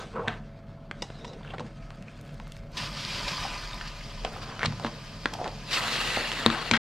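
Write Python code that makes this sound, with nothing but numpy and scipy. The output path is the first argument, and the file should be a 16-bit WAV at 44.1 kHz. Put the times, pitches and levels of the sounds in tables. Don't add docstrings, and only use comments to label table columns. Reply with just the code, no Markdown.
import sys
import numpy as np
from scipy import signal
from scipy.fft import rfft, irfft
from scipy.io import wavfile
from scipy.ndimage import uniform_filter1d, map_coordinates

SR = 44100
rng = np.random.default_rng(int(sys.argv[2]) if len(sys.argv) > 2 else 0)


def put_to_file(sound):
    columns = np.atleast_2d(sound).T
    safe = np.clip(columns, -1, 1)
    whole_steps = np.round(safe * 32767)
    wavfile.write(sys.argv[1], SR, whole_steps.astype(np.int16))


N = 302967
TIME = np.arange(N) / SR
LIFT_S, HIGH_S, BACK_S = 1.5, 2.44, 4.36


def gain_of(db):
    return 10 ** (np.asarray(db) / 20)


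def evened(x):
    return x / np.sqrt(np.mean(x ** 2) + 1e-20)


def unit(x):
    return evened(x) / np.sqrt(x.shape[-1])


def read(points, hz):
    f, value = np.transpose(points)
    return np.interp(np.log(hz + 1), np.log(f + 1), value)


def bins(x):
    return np.fft.rfftfreq(x.shape[-1], 1 / SR)


def tinted(x, db):
    return irfft(rfft(x) * gain_of(db), x.shape[-1])


def add(mix, s, sound):
    part = mix[..., max(round(s * SR), 0):][..., :sound.shape[-1]]
    part += sound[..., :part.shape[-1]]


def drift(hz):
    knots = rng.standard_normal(1024)
    return evened(np.interp(2 * hz * TIME, np.arange(len(knots)), knots))


# freq_hz, coherence (0-1)
COHERENCE = [(100, .985), (700, .965), (1400, .93), (2800, .83), (5500, .76), (9000, .3), (14000, 0)]


def ports(pair):
    a, b = rfft(pair)
    same = np.clip(read(COHERENCE, bins(pair)), -1, 1)
    mid = a * np.sqrt((1 + same) / 2)
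    side = b * np.sqrt((1 - same) / 2)
    return irfft(np.array([mid + side, mid - side]), pair.shape[-1])


def stereo_noise(size):
    return ports(rng.standard_normal((2, size)))


def band(x, low_hz, high_hz, order=2):
    high_hz = min(high_hz, SR * .45)
    edges_hz = [min(low_hz, high_hz / 2), high_hz]
    return signal.sosfilt(signal.butter(order, edges_hz, "band", fs=SR, output="sos"), x)


def humps(modes, hz):
    return sum(gain_of(db) / (1 + (2 * (hz - f) / width) ** 2) for f, width, db in modes)


def ring(modes, t):
    return sum(gain_of(db - 60 * t / max(t60, .01)) * np.sin(2 * np.pi * (hz * t + rng.random()))
               for hz, db, t60 in modes)


def held(start, end, rise_s, fall_db_per_s):
    return np.clip((TIME - start) / rise_s, 0, 1) * gain_of(-fall_db_per_s * np.maximum(TIME - end, 0))


def swells(rows):
    return sum(gain_of(db) * np.exp(-((TIME - s) / sigma) ** 2 / 2) for s, db, sigma in rows)


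def pops(per_s, spread_db):
    sizes = gain_of(spread_db * np.minimum(rng.exponential(1, N), 4))
    return (rng.random(N) < per_s / SR) * rng.choice([-1, 1], N) * sizes


def patches(x, depth_db):
    z = signal.stft(x, nperseg=512)[2]
    field = uniform_filter1d(rng.standard_normal(z.shape[1:]), size=6, axis=0)
    field = uniform_filter1d(field, size=7, axis=1)
    return signal.istft(z * gain_of(depth_db * evened(field)), nperseg=512)[1][:, :N]


def bubble(hz, cycles, rise):
    age = np.arange(int(5 * cycles * SR / hz)) * hz / SR / cycles
    return unit(np.sin(2 * np.pi * cycles * age * (1 + rise * age)) * np.exp(-age))


def bubbles(hz, octaves, per_s, cycles, length, rise, taper_db=6, count=24):
    out = np.zeros(length)
    for off in np.linspace(-1.5, 1.5, count) + rng.uniform(-.05, .05, count):
        sizes = gain_of(4.64 * np.minimum(rng.exponential(1, length), 3))
        births = (rng.random(length) < per_s / count / SR) * sizes
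        grain = gain_of(-taper_db * off ** 2) * bubble(hz * 2 ** (octaves * off), cycles, rise)
        out += signal.oaconvolve(births * rng.choice([-1, 1], length), grain)[:length]
    return evened(out)


# pitch_hz, level_db
HUM_TONES = [(38, -51), (100.4, -54.5), (142.0, -53), (156.5, -55), (199.8, -65), (215.3, -56.5),
             (565.2, -60.5), (662.1, -61.5), (702, -69.5)]
# freq_hz, density_db_per_hz (relative)
RUMBLE_COLOUR = [(50, -15), (82, -5), (105, 4.5), (150, 1.5), (230, -1.5), (350, -11.5), (700, -12.5),
                 (1100, -52.5), (3000, -62)]
# freq_hz, density_db_per_hz (relative)
THROB_COLOUR = [(12, -19), (28, -5), (39, 4), (50, -6), (75, -24.5), (200, -60.5)]
RUMBLE_DB, RUMBLE_WAVER_DB = -48.5, 1.9
THROB_DB, HELD_THROB_DB = -50.5, -46.5
THUD_DB, THUD_HZ, THUD_PER_S = -52.5, 163.6, 38


def hum():
    tones = sum(gain_of(db + 2.1 * drift(4.1)) * np.sin(2 * np.pi * hz * TIME + 0.41 * drift(2.5))
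                for hz, db in HUM_TONES)
    rumble = evened(tinted(stereo_noise(N), read(RUMBLE_COLOUR, bins(TIME))))
    rumble *= gain_of(RUMBLE_DB + RUMBLE_WAVER_DB * drift(6.8))
    throb = evened(tinted(stereo_noise(N), read(THROB_COLOUR, bins(TIME))))
    held_throb = gain_of(HELD_THROB_DB) * held(HIGH_S, BACK_S, rise_s=0.074, fall_db_per_s=120)
    throb *= np.hypot(gain_of(THROB_DB), held_throb)
    thuds = band(bubbles(THUD_HZ, .4, THUD_PER_S, 3.5, N, .02, count=6), 93, 330)
    return gain_of(2.5) * tones + rumble + throb + gain_of(THUD_DB) * thuds


def echoes(hz, share, count=12):
    delays_s, signs = rng.uniform(.001, .009, count), rng.choice([-1, 1], count)
    reflected = sum(sign * np.exp(-2j * np.pi * hz * s) for s, sign in zip(delays_s, signs))
    return 20 * np.log10(abs(1 + share / np.sqrt(count) * reflected) + 1e-2)


def sizzle(gains, colour, modes, level_db, treble_db, pops_per_s, spread_db, steam_db, modes_db, flutter_db):
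    hz = bins(TIME)
    bursts = evened(np.array([pops(pops_per_s, spread_db), pops(pops_per_s, spread_db)]))
    source = ports(bursts + gain_of(steam_db) * rng.standard_normal((2, N)))
    colour_db = read(colour, hz) + modes_db * humps(modes, hz) + echoes(hz, .33)
    source = tinted(patches(source, depth_db=1.64), colour_db)
    body = irfft(rfft(source) / (1 + (hz / 6200) ** 12), N)
    fizz = source - body
    body_gain, fizz_gain = gains
    sound = evened(body) * body_gain * gain_of(level_db) + evened(fizz) * fizz_gain * gain_of(treble_db)
    return sound * gain_of(flutter_db * drift(29))


# freq_hz, gain_db
FOAM_SPECTRUM = [(400, -6.5), (700, -17), (1300, 4), (2200, 2.5), (3200, -1.5), (4200, -3.5), (6000, -11.5),
                 (9000, -24), (12500, -40.5), (15500, -42.5)]
# freq_hz, width_hz, level_db
HOB_WHINE = [(4730, 170, 10), (8700, 240, 13), (9440, 250, 0.5)]
# start_s, end_s, level_db
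STIRRINGS = [(-0.1, -0.012, -39.5), (0.18, 0.34, -51), (0.924, 2.565, -52)]
FOAM_REST_DB, FOAM_RISE_S, FOAM_SETTLE_DB_PER_S = -56.5, 0.056, 75
FOAM_TREBLE_DB, FOAM_TREBLE_GROWTH = -79.5, 1.56


def stirred():
    power = sum((gain_of(db - FOAM_REST_DB) * held(start, end, FOAM_RISE_S, FOAM_SETTLE_DB_PER_S)) ** 2
                for start, end, db in STIRRINGS)
    swell = np.sqrt(1 + power)
    return gain_of(FOAM_REST_DB) * swell, gain_of(FOAM_TREBLE_DB) * swell ** FOAM_TREBLE_GROWTH


def foaming():
    return sizzle(stirred(), FOAM_SPECTRUM, HOB_WHINE, level_db=-7.5, treble_db=-2.0, pops_per_s=900,
                  spread_db=6.0, steam_db=7.0, modes_db=1.5, flutter_db=1.5)


# pitch_hz, level_db, t60_s
WALL_MODES = [(1040, -2.5, .3), (1284, 2, .4), (1545, 5, 0.3), (2821, -19, .3), (3430, -7.5, .55),
              (6000, -11, .4), (6783, -11, .15), (8484, -17.5, .17)]
WALL_TAP_DB, WALL_OPENING_DB = -7.5, -14


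def wall():
    out, t = np.zeros(N), np.arange(SR // 2) / SR
    add(out, 0, gain_of(WALL_OPENING_DB) * unit(ring(WALL_MODES, t)))
    for s, db, *contact in TAP_HITS:
        add(out, s + .002, gain_of(db + WALL_TAP_DB) * unit(ring(WALL_MODES, t)))
    return out


# centre_s, level_db, sigma_s, bubble_pitch_hz, spread_octaves
SURGES = [(0.01, -41, 0.032, 560, 1.18), (0.187, -34, 0.026, 1060, 0.52), (0.191, -37, 0.032, 497, 0.43),
          (0.173, -50, 0.028, 1500, 1.1), (0.248, -38.5, 0.026, 686, 0.58),
          (0.304, -41.5, 0.032, 1160, 0.73), (0.31, -48, 0.037, 2680, 0.55), (0.19, -58, 0.037, 2370, 0.67),
          (1.3, -48, 0.097, 478, 1.31), (1.461, -52.5, 0.035, 1710, 0.78), (1.49, -52, 0.03, 3000, 0.25),
          (1.597, -50, 0.007, 1900, 0.77), (1.527, -47.5, 0.032, 660, 1.23),
          (1.506, -43.5, 0.0074, 2840, 0.3), (1.621, -46.5, 0.024, 510, 1.3), (3.401, -60, 0.19, 570, 1.25),
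          (4.261, -34.5, 0.014, 810, 1.17), (4.351, -43, 0.031, 870, 1.6), (4.5, -43, 0.076, 1035, 1.1),
          (4.634, -30, 0.018, 1530, 1.3), (4.698, -31.5, 0.05, 136, 0.9), (4.855, -37, 0.028, 744, 1.4),
          (4.857, -39, .018, 2970, .8), (5.338, -40.5, 0.013, 753, 0.61), (5.415, -37, 0.021, 733, 0.6),
          (5.467, -34, 0.014, 800, 1.44), (6.535, -32, 0.062, 1190, 0.99), (6.746, -29.5, 0.025, 860, 1.42)]
# freq_hz, width_hz, level_db
AIR_MODES = [(450, 28, 2.5), (1040, 75, -9), (1270, 93, -10.5), (1530, 97, -5)]
AIR_DEPTH_DB = 8
SLOSH_PER_S, SLOSH_TAPER_DB = 2200, 10.5
BUBBLE_CYCLES, SLOSH_GLIDE = 2.2, 0.028


def water():
    simmer = band(bubbles(900, .9, 2000, 1.6, N, .016, count=12), 350, 1800)
    out = gain_of(-60.0) * evened(simmer)
    for s, db, sigma_s, hz, octaves in SURGES:
        u = np.linspace(-3, 3, int(6 * sigma_s * SR))
        octaves = max(octaves, .1)
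        cycles = BUBBLE_CYCLES / np.sqrt(octaves)
        cloud = bubbles(hz, octaves, SLOSH_PER_S, cycles, len(u), SLOSH_GLIDE, SLOSH_TAPER_DB)
        surge = gain_of(db) * evened(cloud) * np.exp(-u ** 2 / 2)
        start = s - 3 * sigma_s
        add(out, start, surge[max(-round(start * SR), 0):])
    return tinted(out, AIR_DEPTH_DB * humps(AIR_MODES, bins(out)) - 2.5)


# centre_s, level_db, sigma_s
SLIDES = [(0.01, -53, 0.044), (1.067, -57, 0.042), (1.19, -58, 0.033), (1.28, -50.5, 0.032)]
# pitch_hz, level_db, t60_s
TONG_MODES = [(964, 5, 0.089), (1956, -1, 0.18), (2870, 2.5, 0.14), (3630, 1.5, 0.089), (3860, -5, 0.2),
              (4960, 1.5, .1), (5380, -1, 0.13), (5830, -5, 0.16), (6580, -9, 0.19), (7700, -15, 0.15)]


def scrapes():
    modes = [(hz, 200, db) for hz, db, t60 in TONG_MODES] + [(3980, 230, 8), (7900, 330, -12)]
    singing = humps(modes, bins(TIME)) + gain_of(-19)
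    grains = ports(np.array([pops(1800, 2.5) for side in "LR"]))
    sung = band(irfft(rfft(patches(grains, depth_db=4.5)) * singing, N), 2400, 8300)
    shifted = np.cumsum(1 + .025 * drift(14))
    warped = np.array([map_coordinates(side, [shifted], mode="wrap") for side in sung])
    return evened(warped) * swells(SLIDES)


# start_s, level_db, centre_hz
TICKS = [(1.43, -54, 2950), (1.448, -45, 1210), (1.475, -53, 2400), (1.9043, -27, 1110),
         (2.024, -35.5, 2550), (2.2913, -35, 1170), (2.3989, -24.5, 970), (2.47, -32, 1170),
         (2.52, -28, 3080), (2.566, -32, 2060), (4.7228, -22, 940)]
# start_s, level_db, pitch_hz, decay_cycles
LARGE_BUBBLES = [(0.16, -33, 517, 4.5), (0.176, -30, 485, 6), (0.194, -26.5, 444, 6.4),
                 (0.165, -33, 1080, 5), (0.195, -33, 1050, 6), (0.29, -29, 706, 7.4),
                 (1.432, -50, 3400, 5.5), (1.476, -47.5, 2700, 5), (1.505, -44, 2680, 6),
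                 (1.41, -43, 950, 4), (1.449, -43, 1500, 2.7), (1.538, -36, 796, 3), (1.62, -38, 480, 3),
                 (2.083, -42, 2450, 7.2), (3.335, -32, 1017, 11), (3.382, -32.5, 1200, 5.5),
                 (3.451, -26.5, 805, 5.6), (3.733, -37.5, 3650, 14), (4.011, -41.5, 2100, 6.7),
                 (4.249, -29, 1000, 2.5), (4.61, -32.5, 1500, 3), (4.638, -26, 2070, 3.4),
                 (4.848, -27.5, 604, 1.6), (4.857, -31, 960, 2.3), (5.352, -33.5, 750, 2),
                 (5.389, -33, 696, 2.4), (5.4, -27.5, 724, 3.4), (5.415, -24, 666, 1.7),
                 (5.43, -32, 692, 6.5), (5.457, -31, 613, 1.1), (5.462, -28.5, 890, 1.1),
                 (6.173, -21, 684, 0.74)]


def drips():
    out, impulse = np.zeros(N), np.eye(1, 1024)[0]
    for s, db, hz in TICKS:
        tick = unit(band(impulse, hz * .6, hz * 2.8))
        add(tick, .001, gain_of(-1.5) * bubble(hz, 3.6, 0.037))
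        add(out, s + .001, gain_of(db + 5) * tick)
    for s, db, hz, cycles in LARGE_BUBBLES:
        add(out, s, gain_of(db + 21.0) * bubble(hz, cycles, 0.0074))
    return out


# freq_hz, width_hz, level_db
KNOCK_MODES = [(772, 120, -20), (1570, 470, -32), (3300, 190, -12.5), (4050, 2550, -5), (8000, 2500, 0.5)]


def push(low_db, high_db, top_db, crack_hz, crack_db, size=2048):
    hz = abs(np.fft.fftfreq(size, 1 / SR))
    shape = [(20, low_db - 34.0), (250, low_db + 11), (700, low_db + 7.5), (1600, -8.5),
             (2700, high_db + 3.5), (4200, high_db - 3), (5600, top_db - 0.5), (8000, top_db - 13.0),
             (11000, top_db - 21.0), (16000, top_db - 50.0)]
    peaks_db = 11 * humps(KNOCK_MODES, hz)
    crack = crack_db * humps([(crack_hz, crack_hz * 0.28, 0)], hz)
    log_gain = np.log(gain_of(read(shape, hz) + peaks_db + crack))
    return unit(np.fft.ifft(np.exp(np.conj(signal.hilbert(log_gain)))).real)


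# start_s, level_db, weight_db, hardness_db, clatter_db, crack_hz, crack_db
TAP_HITS = [(0.2754, -16, -1, -9, 13, 1550, 3), (0.28, -12, -4, -7.5, 7, 3630, 10),
            (0.911, -19.5, 1, -3.5, -2, 2080, 6), (1.101, -26.5, 15, -3, -2, 1600, 1),
            (1.595, -24, 3, 1, 4, 3220, -1), (3.049, -20.5, -14, 19, -10, 4800, 13),
            (3.281, -23, 3, 16, -5, 4000, 15), (3.81, -22, -23, -2, 4, 1850, 7),
            (4.592, -21.5, -3, -3, -1, 4500, 8), (4.63, -11, 4.5, -4, -14, 1900, 10),
            (4.8466, -14, 12, -3.5, -3, 1200, 6), (5.256, -7.5, -1, -11, -1, 3450, 4),
            (5.3371, -23, 1, 11, 2, 12300, 30), (6.316, -15, 0, 3.5, -5, 2810, 10.5),
            (6.461, 0, 7, -2, -6, 3950, 15), (6.5001, -11, 4, -7, -2, 3820, 14.5),
            (6.512, -23, 9, -8.5, 6, 3900, 8), (6.711, -4, 6, 8, 6, 6230, 9),
            (6.735, -11, -12, 0, 37, 6400, 4), (6.765, -18, -7, 2.5, 10, 6500, 9.5)]
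# start_s, level_db, weight_db, hardness_db, length_s, crack_hz
SHELL_SLIPS = [(1.2454, -31, -5, -5, 0.007, 1020), (1.536, -26, 12, -12, 0.013, 1450),
               (1.582, -30, 3.5, -11, 0.0042, 2200), (1.602, -25.5, 21, 5, 0.0099, 1000),
               (4.248, -19.5, 12.5, 0, 0.0038, 2920), (4.648, -19, 11, 2, 0.0051, 1210),
               (4.657, -16, -5, -1, 0.006, 4160), (4.797, -29.5, 4, -5, 0.0037, 1320),
               (4.866, -26, -10, -15, .0075, 920), (5.443, -26.5, 10, 0, 0.0015, 2000),
               (5.477, -26.5, 9, 2, 0.0034, 900), (6.167, -25.5, 8.5, 8, 0.0034, 1000)]
# start_s, level_db, pitch_hz
BODY_BUMPS = [(0.273, -28, 162), (1.599, -34.5, 210), (4.662, -25.5, 135), (4.848, -28.5, 230),
              (6.462, -14.5, 220), (6.713, -19.5, 186), (6.734, -22.5, 180)]
# pitch_hz, level_db, t60_s
POT_MODES = [(108.9, 8, 0.21), (153, -1, 0.19), (227.7, 8, 0.2), (330.4, -2, 0.39), (483, 4.5, 0.12)]
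TAP_LOW_DB, TAP_HIGH_DB, TAP_TOP_DB, TAP_TOP_GROWTH = -21.5, -20, -29, 1
SLIP_LOW_DB, SLIP_HIGH_DB, SLIP_TOP_DB, SLIP_HIGH_GROWTH = -11, -12, -17.5, 0.51
TAP_ROOM_DB, CLATTER_ROOM_GROWTH = -12.5, 0.46


def knocks():
    direct, feed, t = np.zeros((2, N)), np.zeros(N), np.arange(SR // 4) / SR
    impulse = np.eye(1, len(t))[0]
    for s, db, weight_db, hard_db, clatter_db, crack_hz, crack_db in TAP_HITS:
        top_db = TAP_TOP_DB + TAP_TOP_GROWTH * hard_db
        contact = push(TAP_LOW_DB + weight_db, TAP_HIGH_DB + hard_db, top_db, crack_hz, crack_db)
        clatter = unit(stereo_noise(len(t)) * np.exp(-t / 0.0022))
        tap = signal.fftconvolve(impulse + gain_of(clatter_db) * clatter, contact[None])
        tap = gain_of(db + 12.0) * unit(tap)
        add(direct, s + .0015, tap)
        add(feed, s, gain_of(TAP_ROOM_DB + CLATTER_ROOM_GROWTH * clatter_db) * tap[0])
    for s, db, weight_db, hard_db, length_s, crack_hz in SHELL_SLIPS:
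        grip = np.exp(-(t / max(length_s, .001)) ** 4) + 0.2 * np.exp(-t / 0.017)
        high_db = SLIP_HIGH_DB + SLIP_HIGH_GROWTH * hard_db
        contact = push(SLIP_LOW_DB + weight_db, high_db, SLIP_TOP_DB + hard_db, crack_hz, crack_db=12)
        contact = band(contact, 510, 15000)
        slip = unit(signal.fftconvolve(stereo_noise(len(t)) * grip, contact[None]))
        add(direct, s, gain_of(db + 17.5) * slip)
        add(feed, s, gain_of(db + 1.0) * slip[0])
    for s, db, hz in BODY_BUMPS:
        modes = [(f, mode_db - 9 * np.log2(f / hz) ** 2, t60) for f, mode_db, t60 in POT_MODES]
        add(direct, s, gain_of(db + 24.5) * unit(band(ring(modes, t), 66, 810)))
    return direct, feed


def kitchen(x, bass_t60, middle_t60, treble_t60):
    hz, t, z = signal.stft(stereo_noise(SR // 2), SR, nperseg=256)
    t60 = read([(300, bass_t60), (3500, middle_t60), (8000, treble_t60)], hz)[:, None]
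    tail = signal.istft(z * gain_of(-60 * t / t60), SR, nperseg=256)[1]
    tail *= 1 - np.exp(-np.arange(tail.shape[1]) / SR / 0.0004)
    return signal.fftconvolve(x[None], unit(tail), axes=1)[:, :N]


# start_s, level_db, contact_s, brightness_db_per_octave
ARM_CLINKS = [(1.0214, -16, 0.0076, 1.5), (1.251, -31, 0.0046, -2), (1.278, -37, 0.0037, -2),
              (1.332, -36.5, 0.0076, 1), (5.336, -25, 0.0039, 9)]
CLINK_RING_DB, CLINK_GRIT_DB = -12, -1


def clinks():
    out, t = np.zeros((2, N)), np.arange(SR // 4) / SR
    grit_colour = read([(60, -8), (300, 5.5), (800, 9.5), (1500, -3.5), (5000, -5), (8000, -10.5),
                        (15000, -40)], bins(t))
    for s, db, contact_s, bright_db in ARM_CLINKS:
        touch = np.exp(-(t / max(contact_s, .001)) ** 4)
        modes = [(hz, mode_db + bright_db * np.log2(hz / 3000), t60) for hz, mode_db, t60 in TONG_MODES]
        tone = unit(ring(modes, t) * (touch + gain_of(CLINK_RING_DB)) * (1 - np.exp(-t / 0.0005)))
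        grit = tinted(stereo_noise(len(t)), grit_colour)
        grit = unit(grit * (touch + 0.42 * np.exp(-t / 0.038)))
        add(out, s, gain_of(db + 10.5) * (tone + gain_of(CLINK_GRIT_DB) * grit))
    return out


TRICKLE_DB, TRICKLE_HZ, TRICKLE_PER_S, TRICKLE_FALL_DB_PER_S = -56, 1030, 500, 16.5
PATTER_DB, PATTER_PER_S = -70, 70


def trickle():
    running = bubbles(TRICKLE_HZ, 1.2, TRICKLE_PER_S, 1.9, N, rise=.016, count=14)
    running *= held(LIFT_S, LIFT_S, rise_s=0.054, fall_db_per_s=TRICKLE_FALL_DB_PER_S)
    patter = evened(band(pops(PATTER_PER_S, 7.3), 800, 13000))
    patter *= held(LIFT_S, BACK_S, rise_s=HIGH_S - LIFT_S, fall_db_per_s=58)
    return gain_of(TRICKLE_DB) * running + gain_of(PATTER_DB) * patter


def whistle():
    pitch_hz = 1280 * (1 + 0.0113 * drift(44))
    tone = np.sqrt(2) * np.sin(2 * np.pi * np.cumsum(pitch_hz) / SR)
    return swells([(1.87, -59.5, 0.093)]) * tone


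# lands_s, rush_db, full_boil_s, full_boil_db
HOB_SPILLS = [(2.768, -35, 3.36, -33.5), (5.72, -31, 6.12, -33)]
LANDING_S, RUSH_FALL_DB_PER_S = 0.018, 59.5
BOIL_RISE_S, BOIL_FALL_DB_PER_S = 0.25, 21.5
FILM_DB = -46.5
FIZZ_DB, FIZZ_STEEPNESS, RUSH_FIZZ_DB = -14.5, 1.32, 1


def boiling_off(lands_s, rush_db, boil_s, boil_db):
    landed = (1 + np.tanh((TIME - lands_s) / LANDING_S / 2)) / 2
    rush = gain_of(rush_db - RUSH_FALL_DB_PER_S * np.maximum(TIME - lands_s, 0))
    heating = np.exp(-(np.minimum(TIME - boil_s, 0) / BOIL_RISE_S) ** 2 / 2)
    boil = heating * gain_of(-BOIL_FALL_DB_PER_S * np.maximum(TIME - boil_s, 0))
    body = np.hypot(rush, gain_of(boil_db) * boil)
    fizz = np.hypot(gain_of(RUSH_FIZZ_DB) * rush, gain_of(boil_db) * boil ** FIZZ_STEEPNESS)
    film = gain_of(FILM_DB)
    return landed * np.hypot(body, film), gain_of(FIZZ_DB) * landed * np.hypot(fizz, film)


def crackle(spill, level_db, hz, octaves, per_s, cycles):
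    snaps = np.array([bubbles(hz, octaves, per_s, cycles, N, 0.024, count=10) for side in "LR"])
    return gain_of(level_db) * evened(ports(snaps)) * boiling_off(*spill)[0]


# freq_hz, width_hz, level_db
GAP_MODES = [(756, 22, -21), (1000, 130, 5.0), (1233, 80, 3.0), (1550, 120, -6.0), (2510, 70, -17.5),
             (2580, 87, -8.5), (3120, 140, -3.0), (3700, 87, -19.5), (3760, 88, -8.0), (4350, 280, -7.5),
             (4890, 140, -7.0), (5340, 120, 0.0)]
# freq_hz, gain_db
FIRST_SPECTRUM = [(180, -1.5), (300, -2), (485, -4.5), (527, -5), (573, 1), (896, -0.5), (990, -2),
                  (1400, -3.5), (1630, 2), (1950, -1.5), (2350, 2.5), (4950, -3.5), (5480, -12.5),
                  (5750, -13), (6500, -19), (6890, -22.5), (10800, -37), (12400, -37), (15800, -53)]
STEAM_SPREAD_DB = 3.2


def first_spill():
    hiss = sizzle(boiling_off(*HOB_SPILLS[0]), FIRST_SPECTRUM, GAP_MODES, level_db=-1.47, treble_db=1.5,
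                  pops_per_s=2700, spread_db=STEAM_SPREAD_DB, steam_db=1, modes_db=6.5, flutter_db=0.5)
    return hiss + crackle(HOB_SPILLS[0], level_db=-10, hz=4690, octaves=0.17, per_s=900, cycles=11)


# centre_s, level_db, sigma_s
STEAM_PUFFS = [(2.845, -38.5, 0.033), (3.005, -38.5, 0.042), (3.14, -37, 0.058), (3.88, -43, 0.0073),
               (4.43, -43.5, 0.012), (5.935, -34, 0.023)]
# start_s, level_db, hold_s
HOB_SPITS = [(2.769, -32, 0.012), (3.277, -31.5, 0.0085), (5.709, -33, 0.012), (5.728, -28.5, 0.023)]


def flares():
    colour = [(500, -10), (2800, 6.5), (5200, 6.5), (6500, -6.5), (9000, -12), (15000, -28)]
    spits = sum(gain_of(db) * held(s, s + hold_s, rise_s=0.0024, fall_db_per_s=554)
                for s, db, hold_s in HOB_SPITS)
    steam = evened(tinted(stereo_noise(N), read(colour, bins(TIME))))
    return steam * (swells(STEAM_PUFFS) + spits)


# time_s, pitch_hz
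SEETHE_PITCH = [(5.75, 3230), (5.795, 1770), (5.86, 1790), (5.92, 2500), (6.1, 2470), (6.24, 2240),
                (6.29, 2900), (6.44, 2700)]


def seething(x, depth_db, octaves):
    hz, t, z = signal.stft(x, SR, nperseg=512)
    away = np.log2((hz[:, None] + 1) / np.interp(t, *np.transpose(SEETHE_PITCH))) / octaves
    moving = z * gain_of(depth_db * (np.exp(-away ** 2) - .5))
    return signal.istft(moving, SR, nperseg=512)[1][:, :N]


# freq_hz, gain_db
SECOND_SPECTRUM = [(100, -39), (170, -11.5), (222, 0.5), (422, -0.5), (1270, 1.5), (1530, -2.5),
                   (1960, 0.5), (2240, -5.5), (2760, 2), (3150, -3.5), (4350, -1), (5890, -16.5),
                   (12600, -33), (14600, -42.5), (15800, -52)]


def second_spill():
    hiss = sizzle(boiling_off(*HOB_SPILLS[1]), SECOND_SPECTRUM, GAP_MODES, level_db=3.5, treble_db=5.5,
                  pops_per_s=4000, spread_db=STEAM_SPREAD_DB, steam_db=-4.0, modes_db=0.0, flutter_db=1.47)
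    hiss += crackle(HOB_SPILLS[1], level_db=-5, hz=2110, octaves=.6, per_s=600, cycles=3.6)
    return seething(hiss, depth_db=3.5, octaves=1.0)


def scene():
    direct, feed = knocks()
    wet = water() + drips() + trickle()
    room = kitchen(feed + gain_of(-10.0) * wet, bass_t60=0.61, middle_t60=0.19, treble_t60=0.18)
    steady = hum() + foaming()
    metal = wall() + scrapes() + direct + clinks()
    hob = first_spill() + flares() + second_spill()
    return steady + metal + wet + room + whistle() + hob


# time_s, width_db
STEREO_WIDTH = [(0, -64), (0.85, -29), (1.0, -32.5), (2.4, -24), (2.8, -14), (3.5, -10.5), (4.25, 0.5),
                (5.7, 0.5)]
TREBLE_WIDTH_SHARE = 0.5
TURN_S, TURN_DB = 6.44, 2.8


def image(pair):
    mid, side = (pair[0] + pair[1]) / 2, (pair[0] - pair[1]) / 2
    width_db = np.interp(TIME, *np.transpose(STEREO_WIDTH))
    low = irfft(rfft(side) / (1 + (bins(side) / 6500) ** 12), N)
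    side = low * gain_of(width_db) + (side - low) * gain_of(TREBLE_WIDTH_SHARE * width_db)
    turn_db = TURN_DB * np.clip((TIME - TURN_S) / .02, 0, 1)
    return np.array([mid + side, mid - side]) * gain_of(turn_db * np.array([[.5], [-.5]]))


# freq_hz, left_minus_right_db
BALANCE = [(150, .2), (700, -.4), (1800, .8), (3000, 1.3), (5500, 0), (9000, -2.7), (14000, -4)]
STOP_S, EDGE_HZ = 6.777, 15500


def record(dry):
    hz, lag_s = bins(dry), np.array([[.000021], [0]])
    lean = gain_of(read(BALANCE, hz) * np.array([[.5], [-.5]]))
    heard = image(irfft(rfft(dry) * lean * np.exp(-2j * np.pi * hz * lag_s), N))
    stopped = np.clip(heard, -1, 1) * np.clip((STOP_S - TIME) / .003, 0, 1)
    low_pass = signal.firwin(255, EDGE_HZ, window=("kaiser", 9), fs=SR)
    return signal.oaconvolve(stopped, low_pass[None], "same")


dry = scene()
out = record(dry)
put_to_file(out)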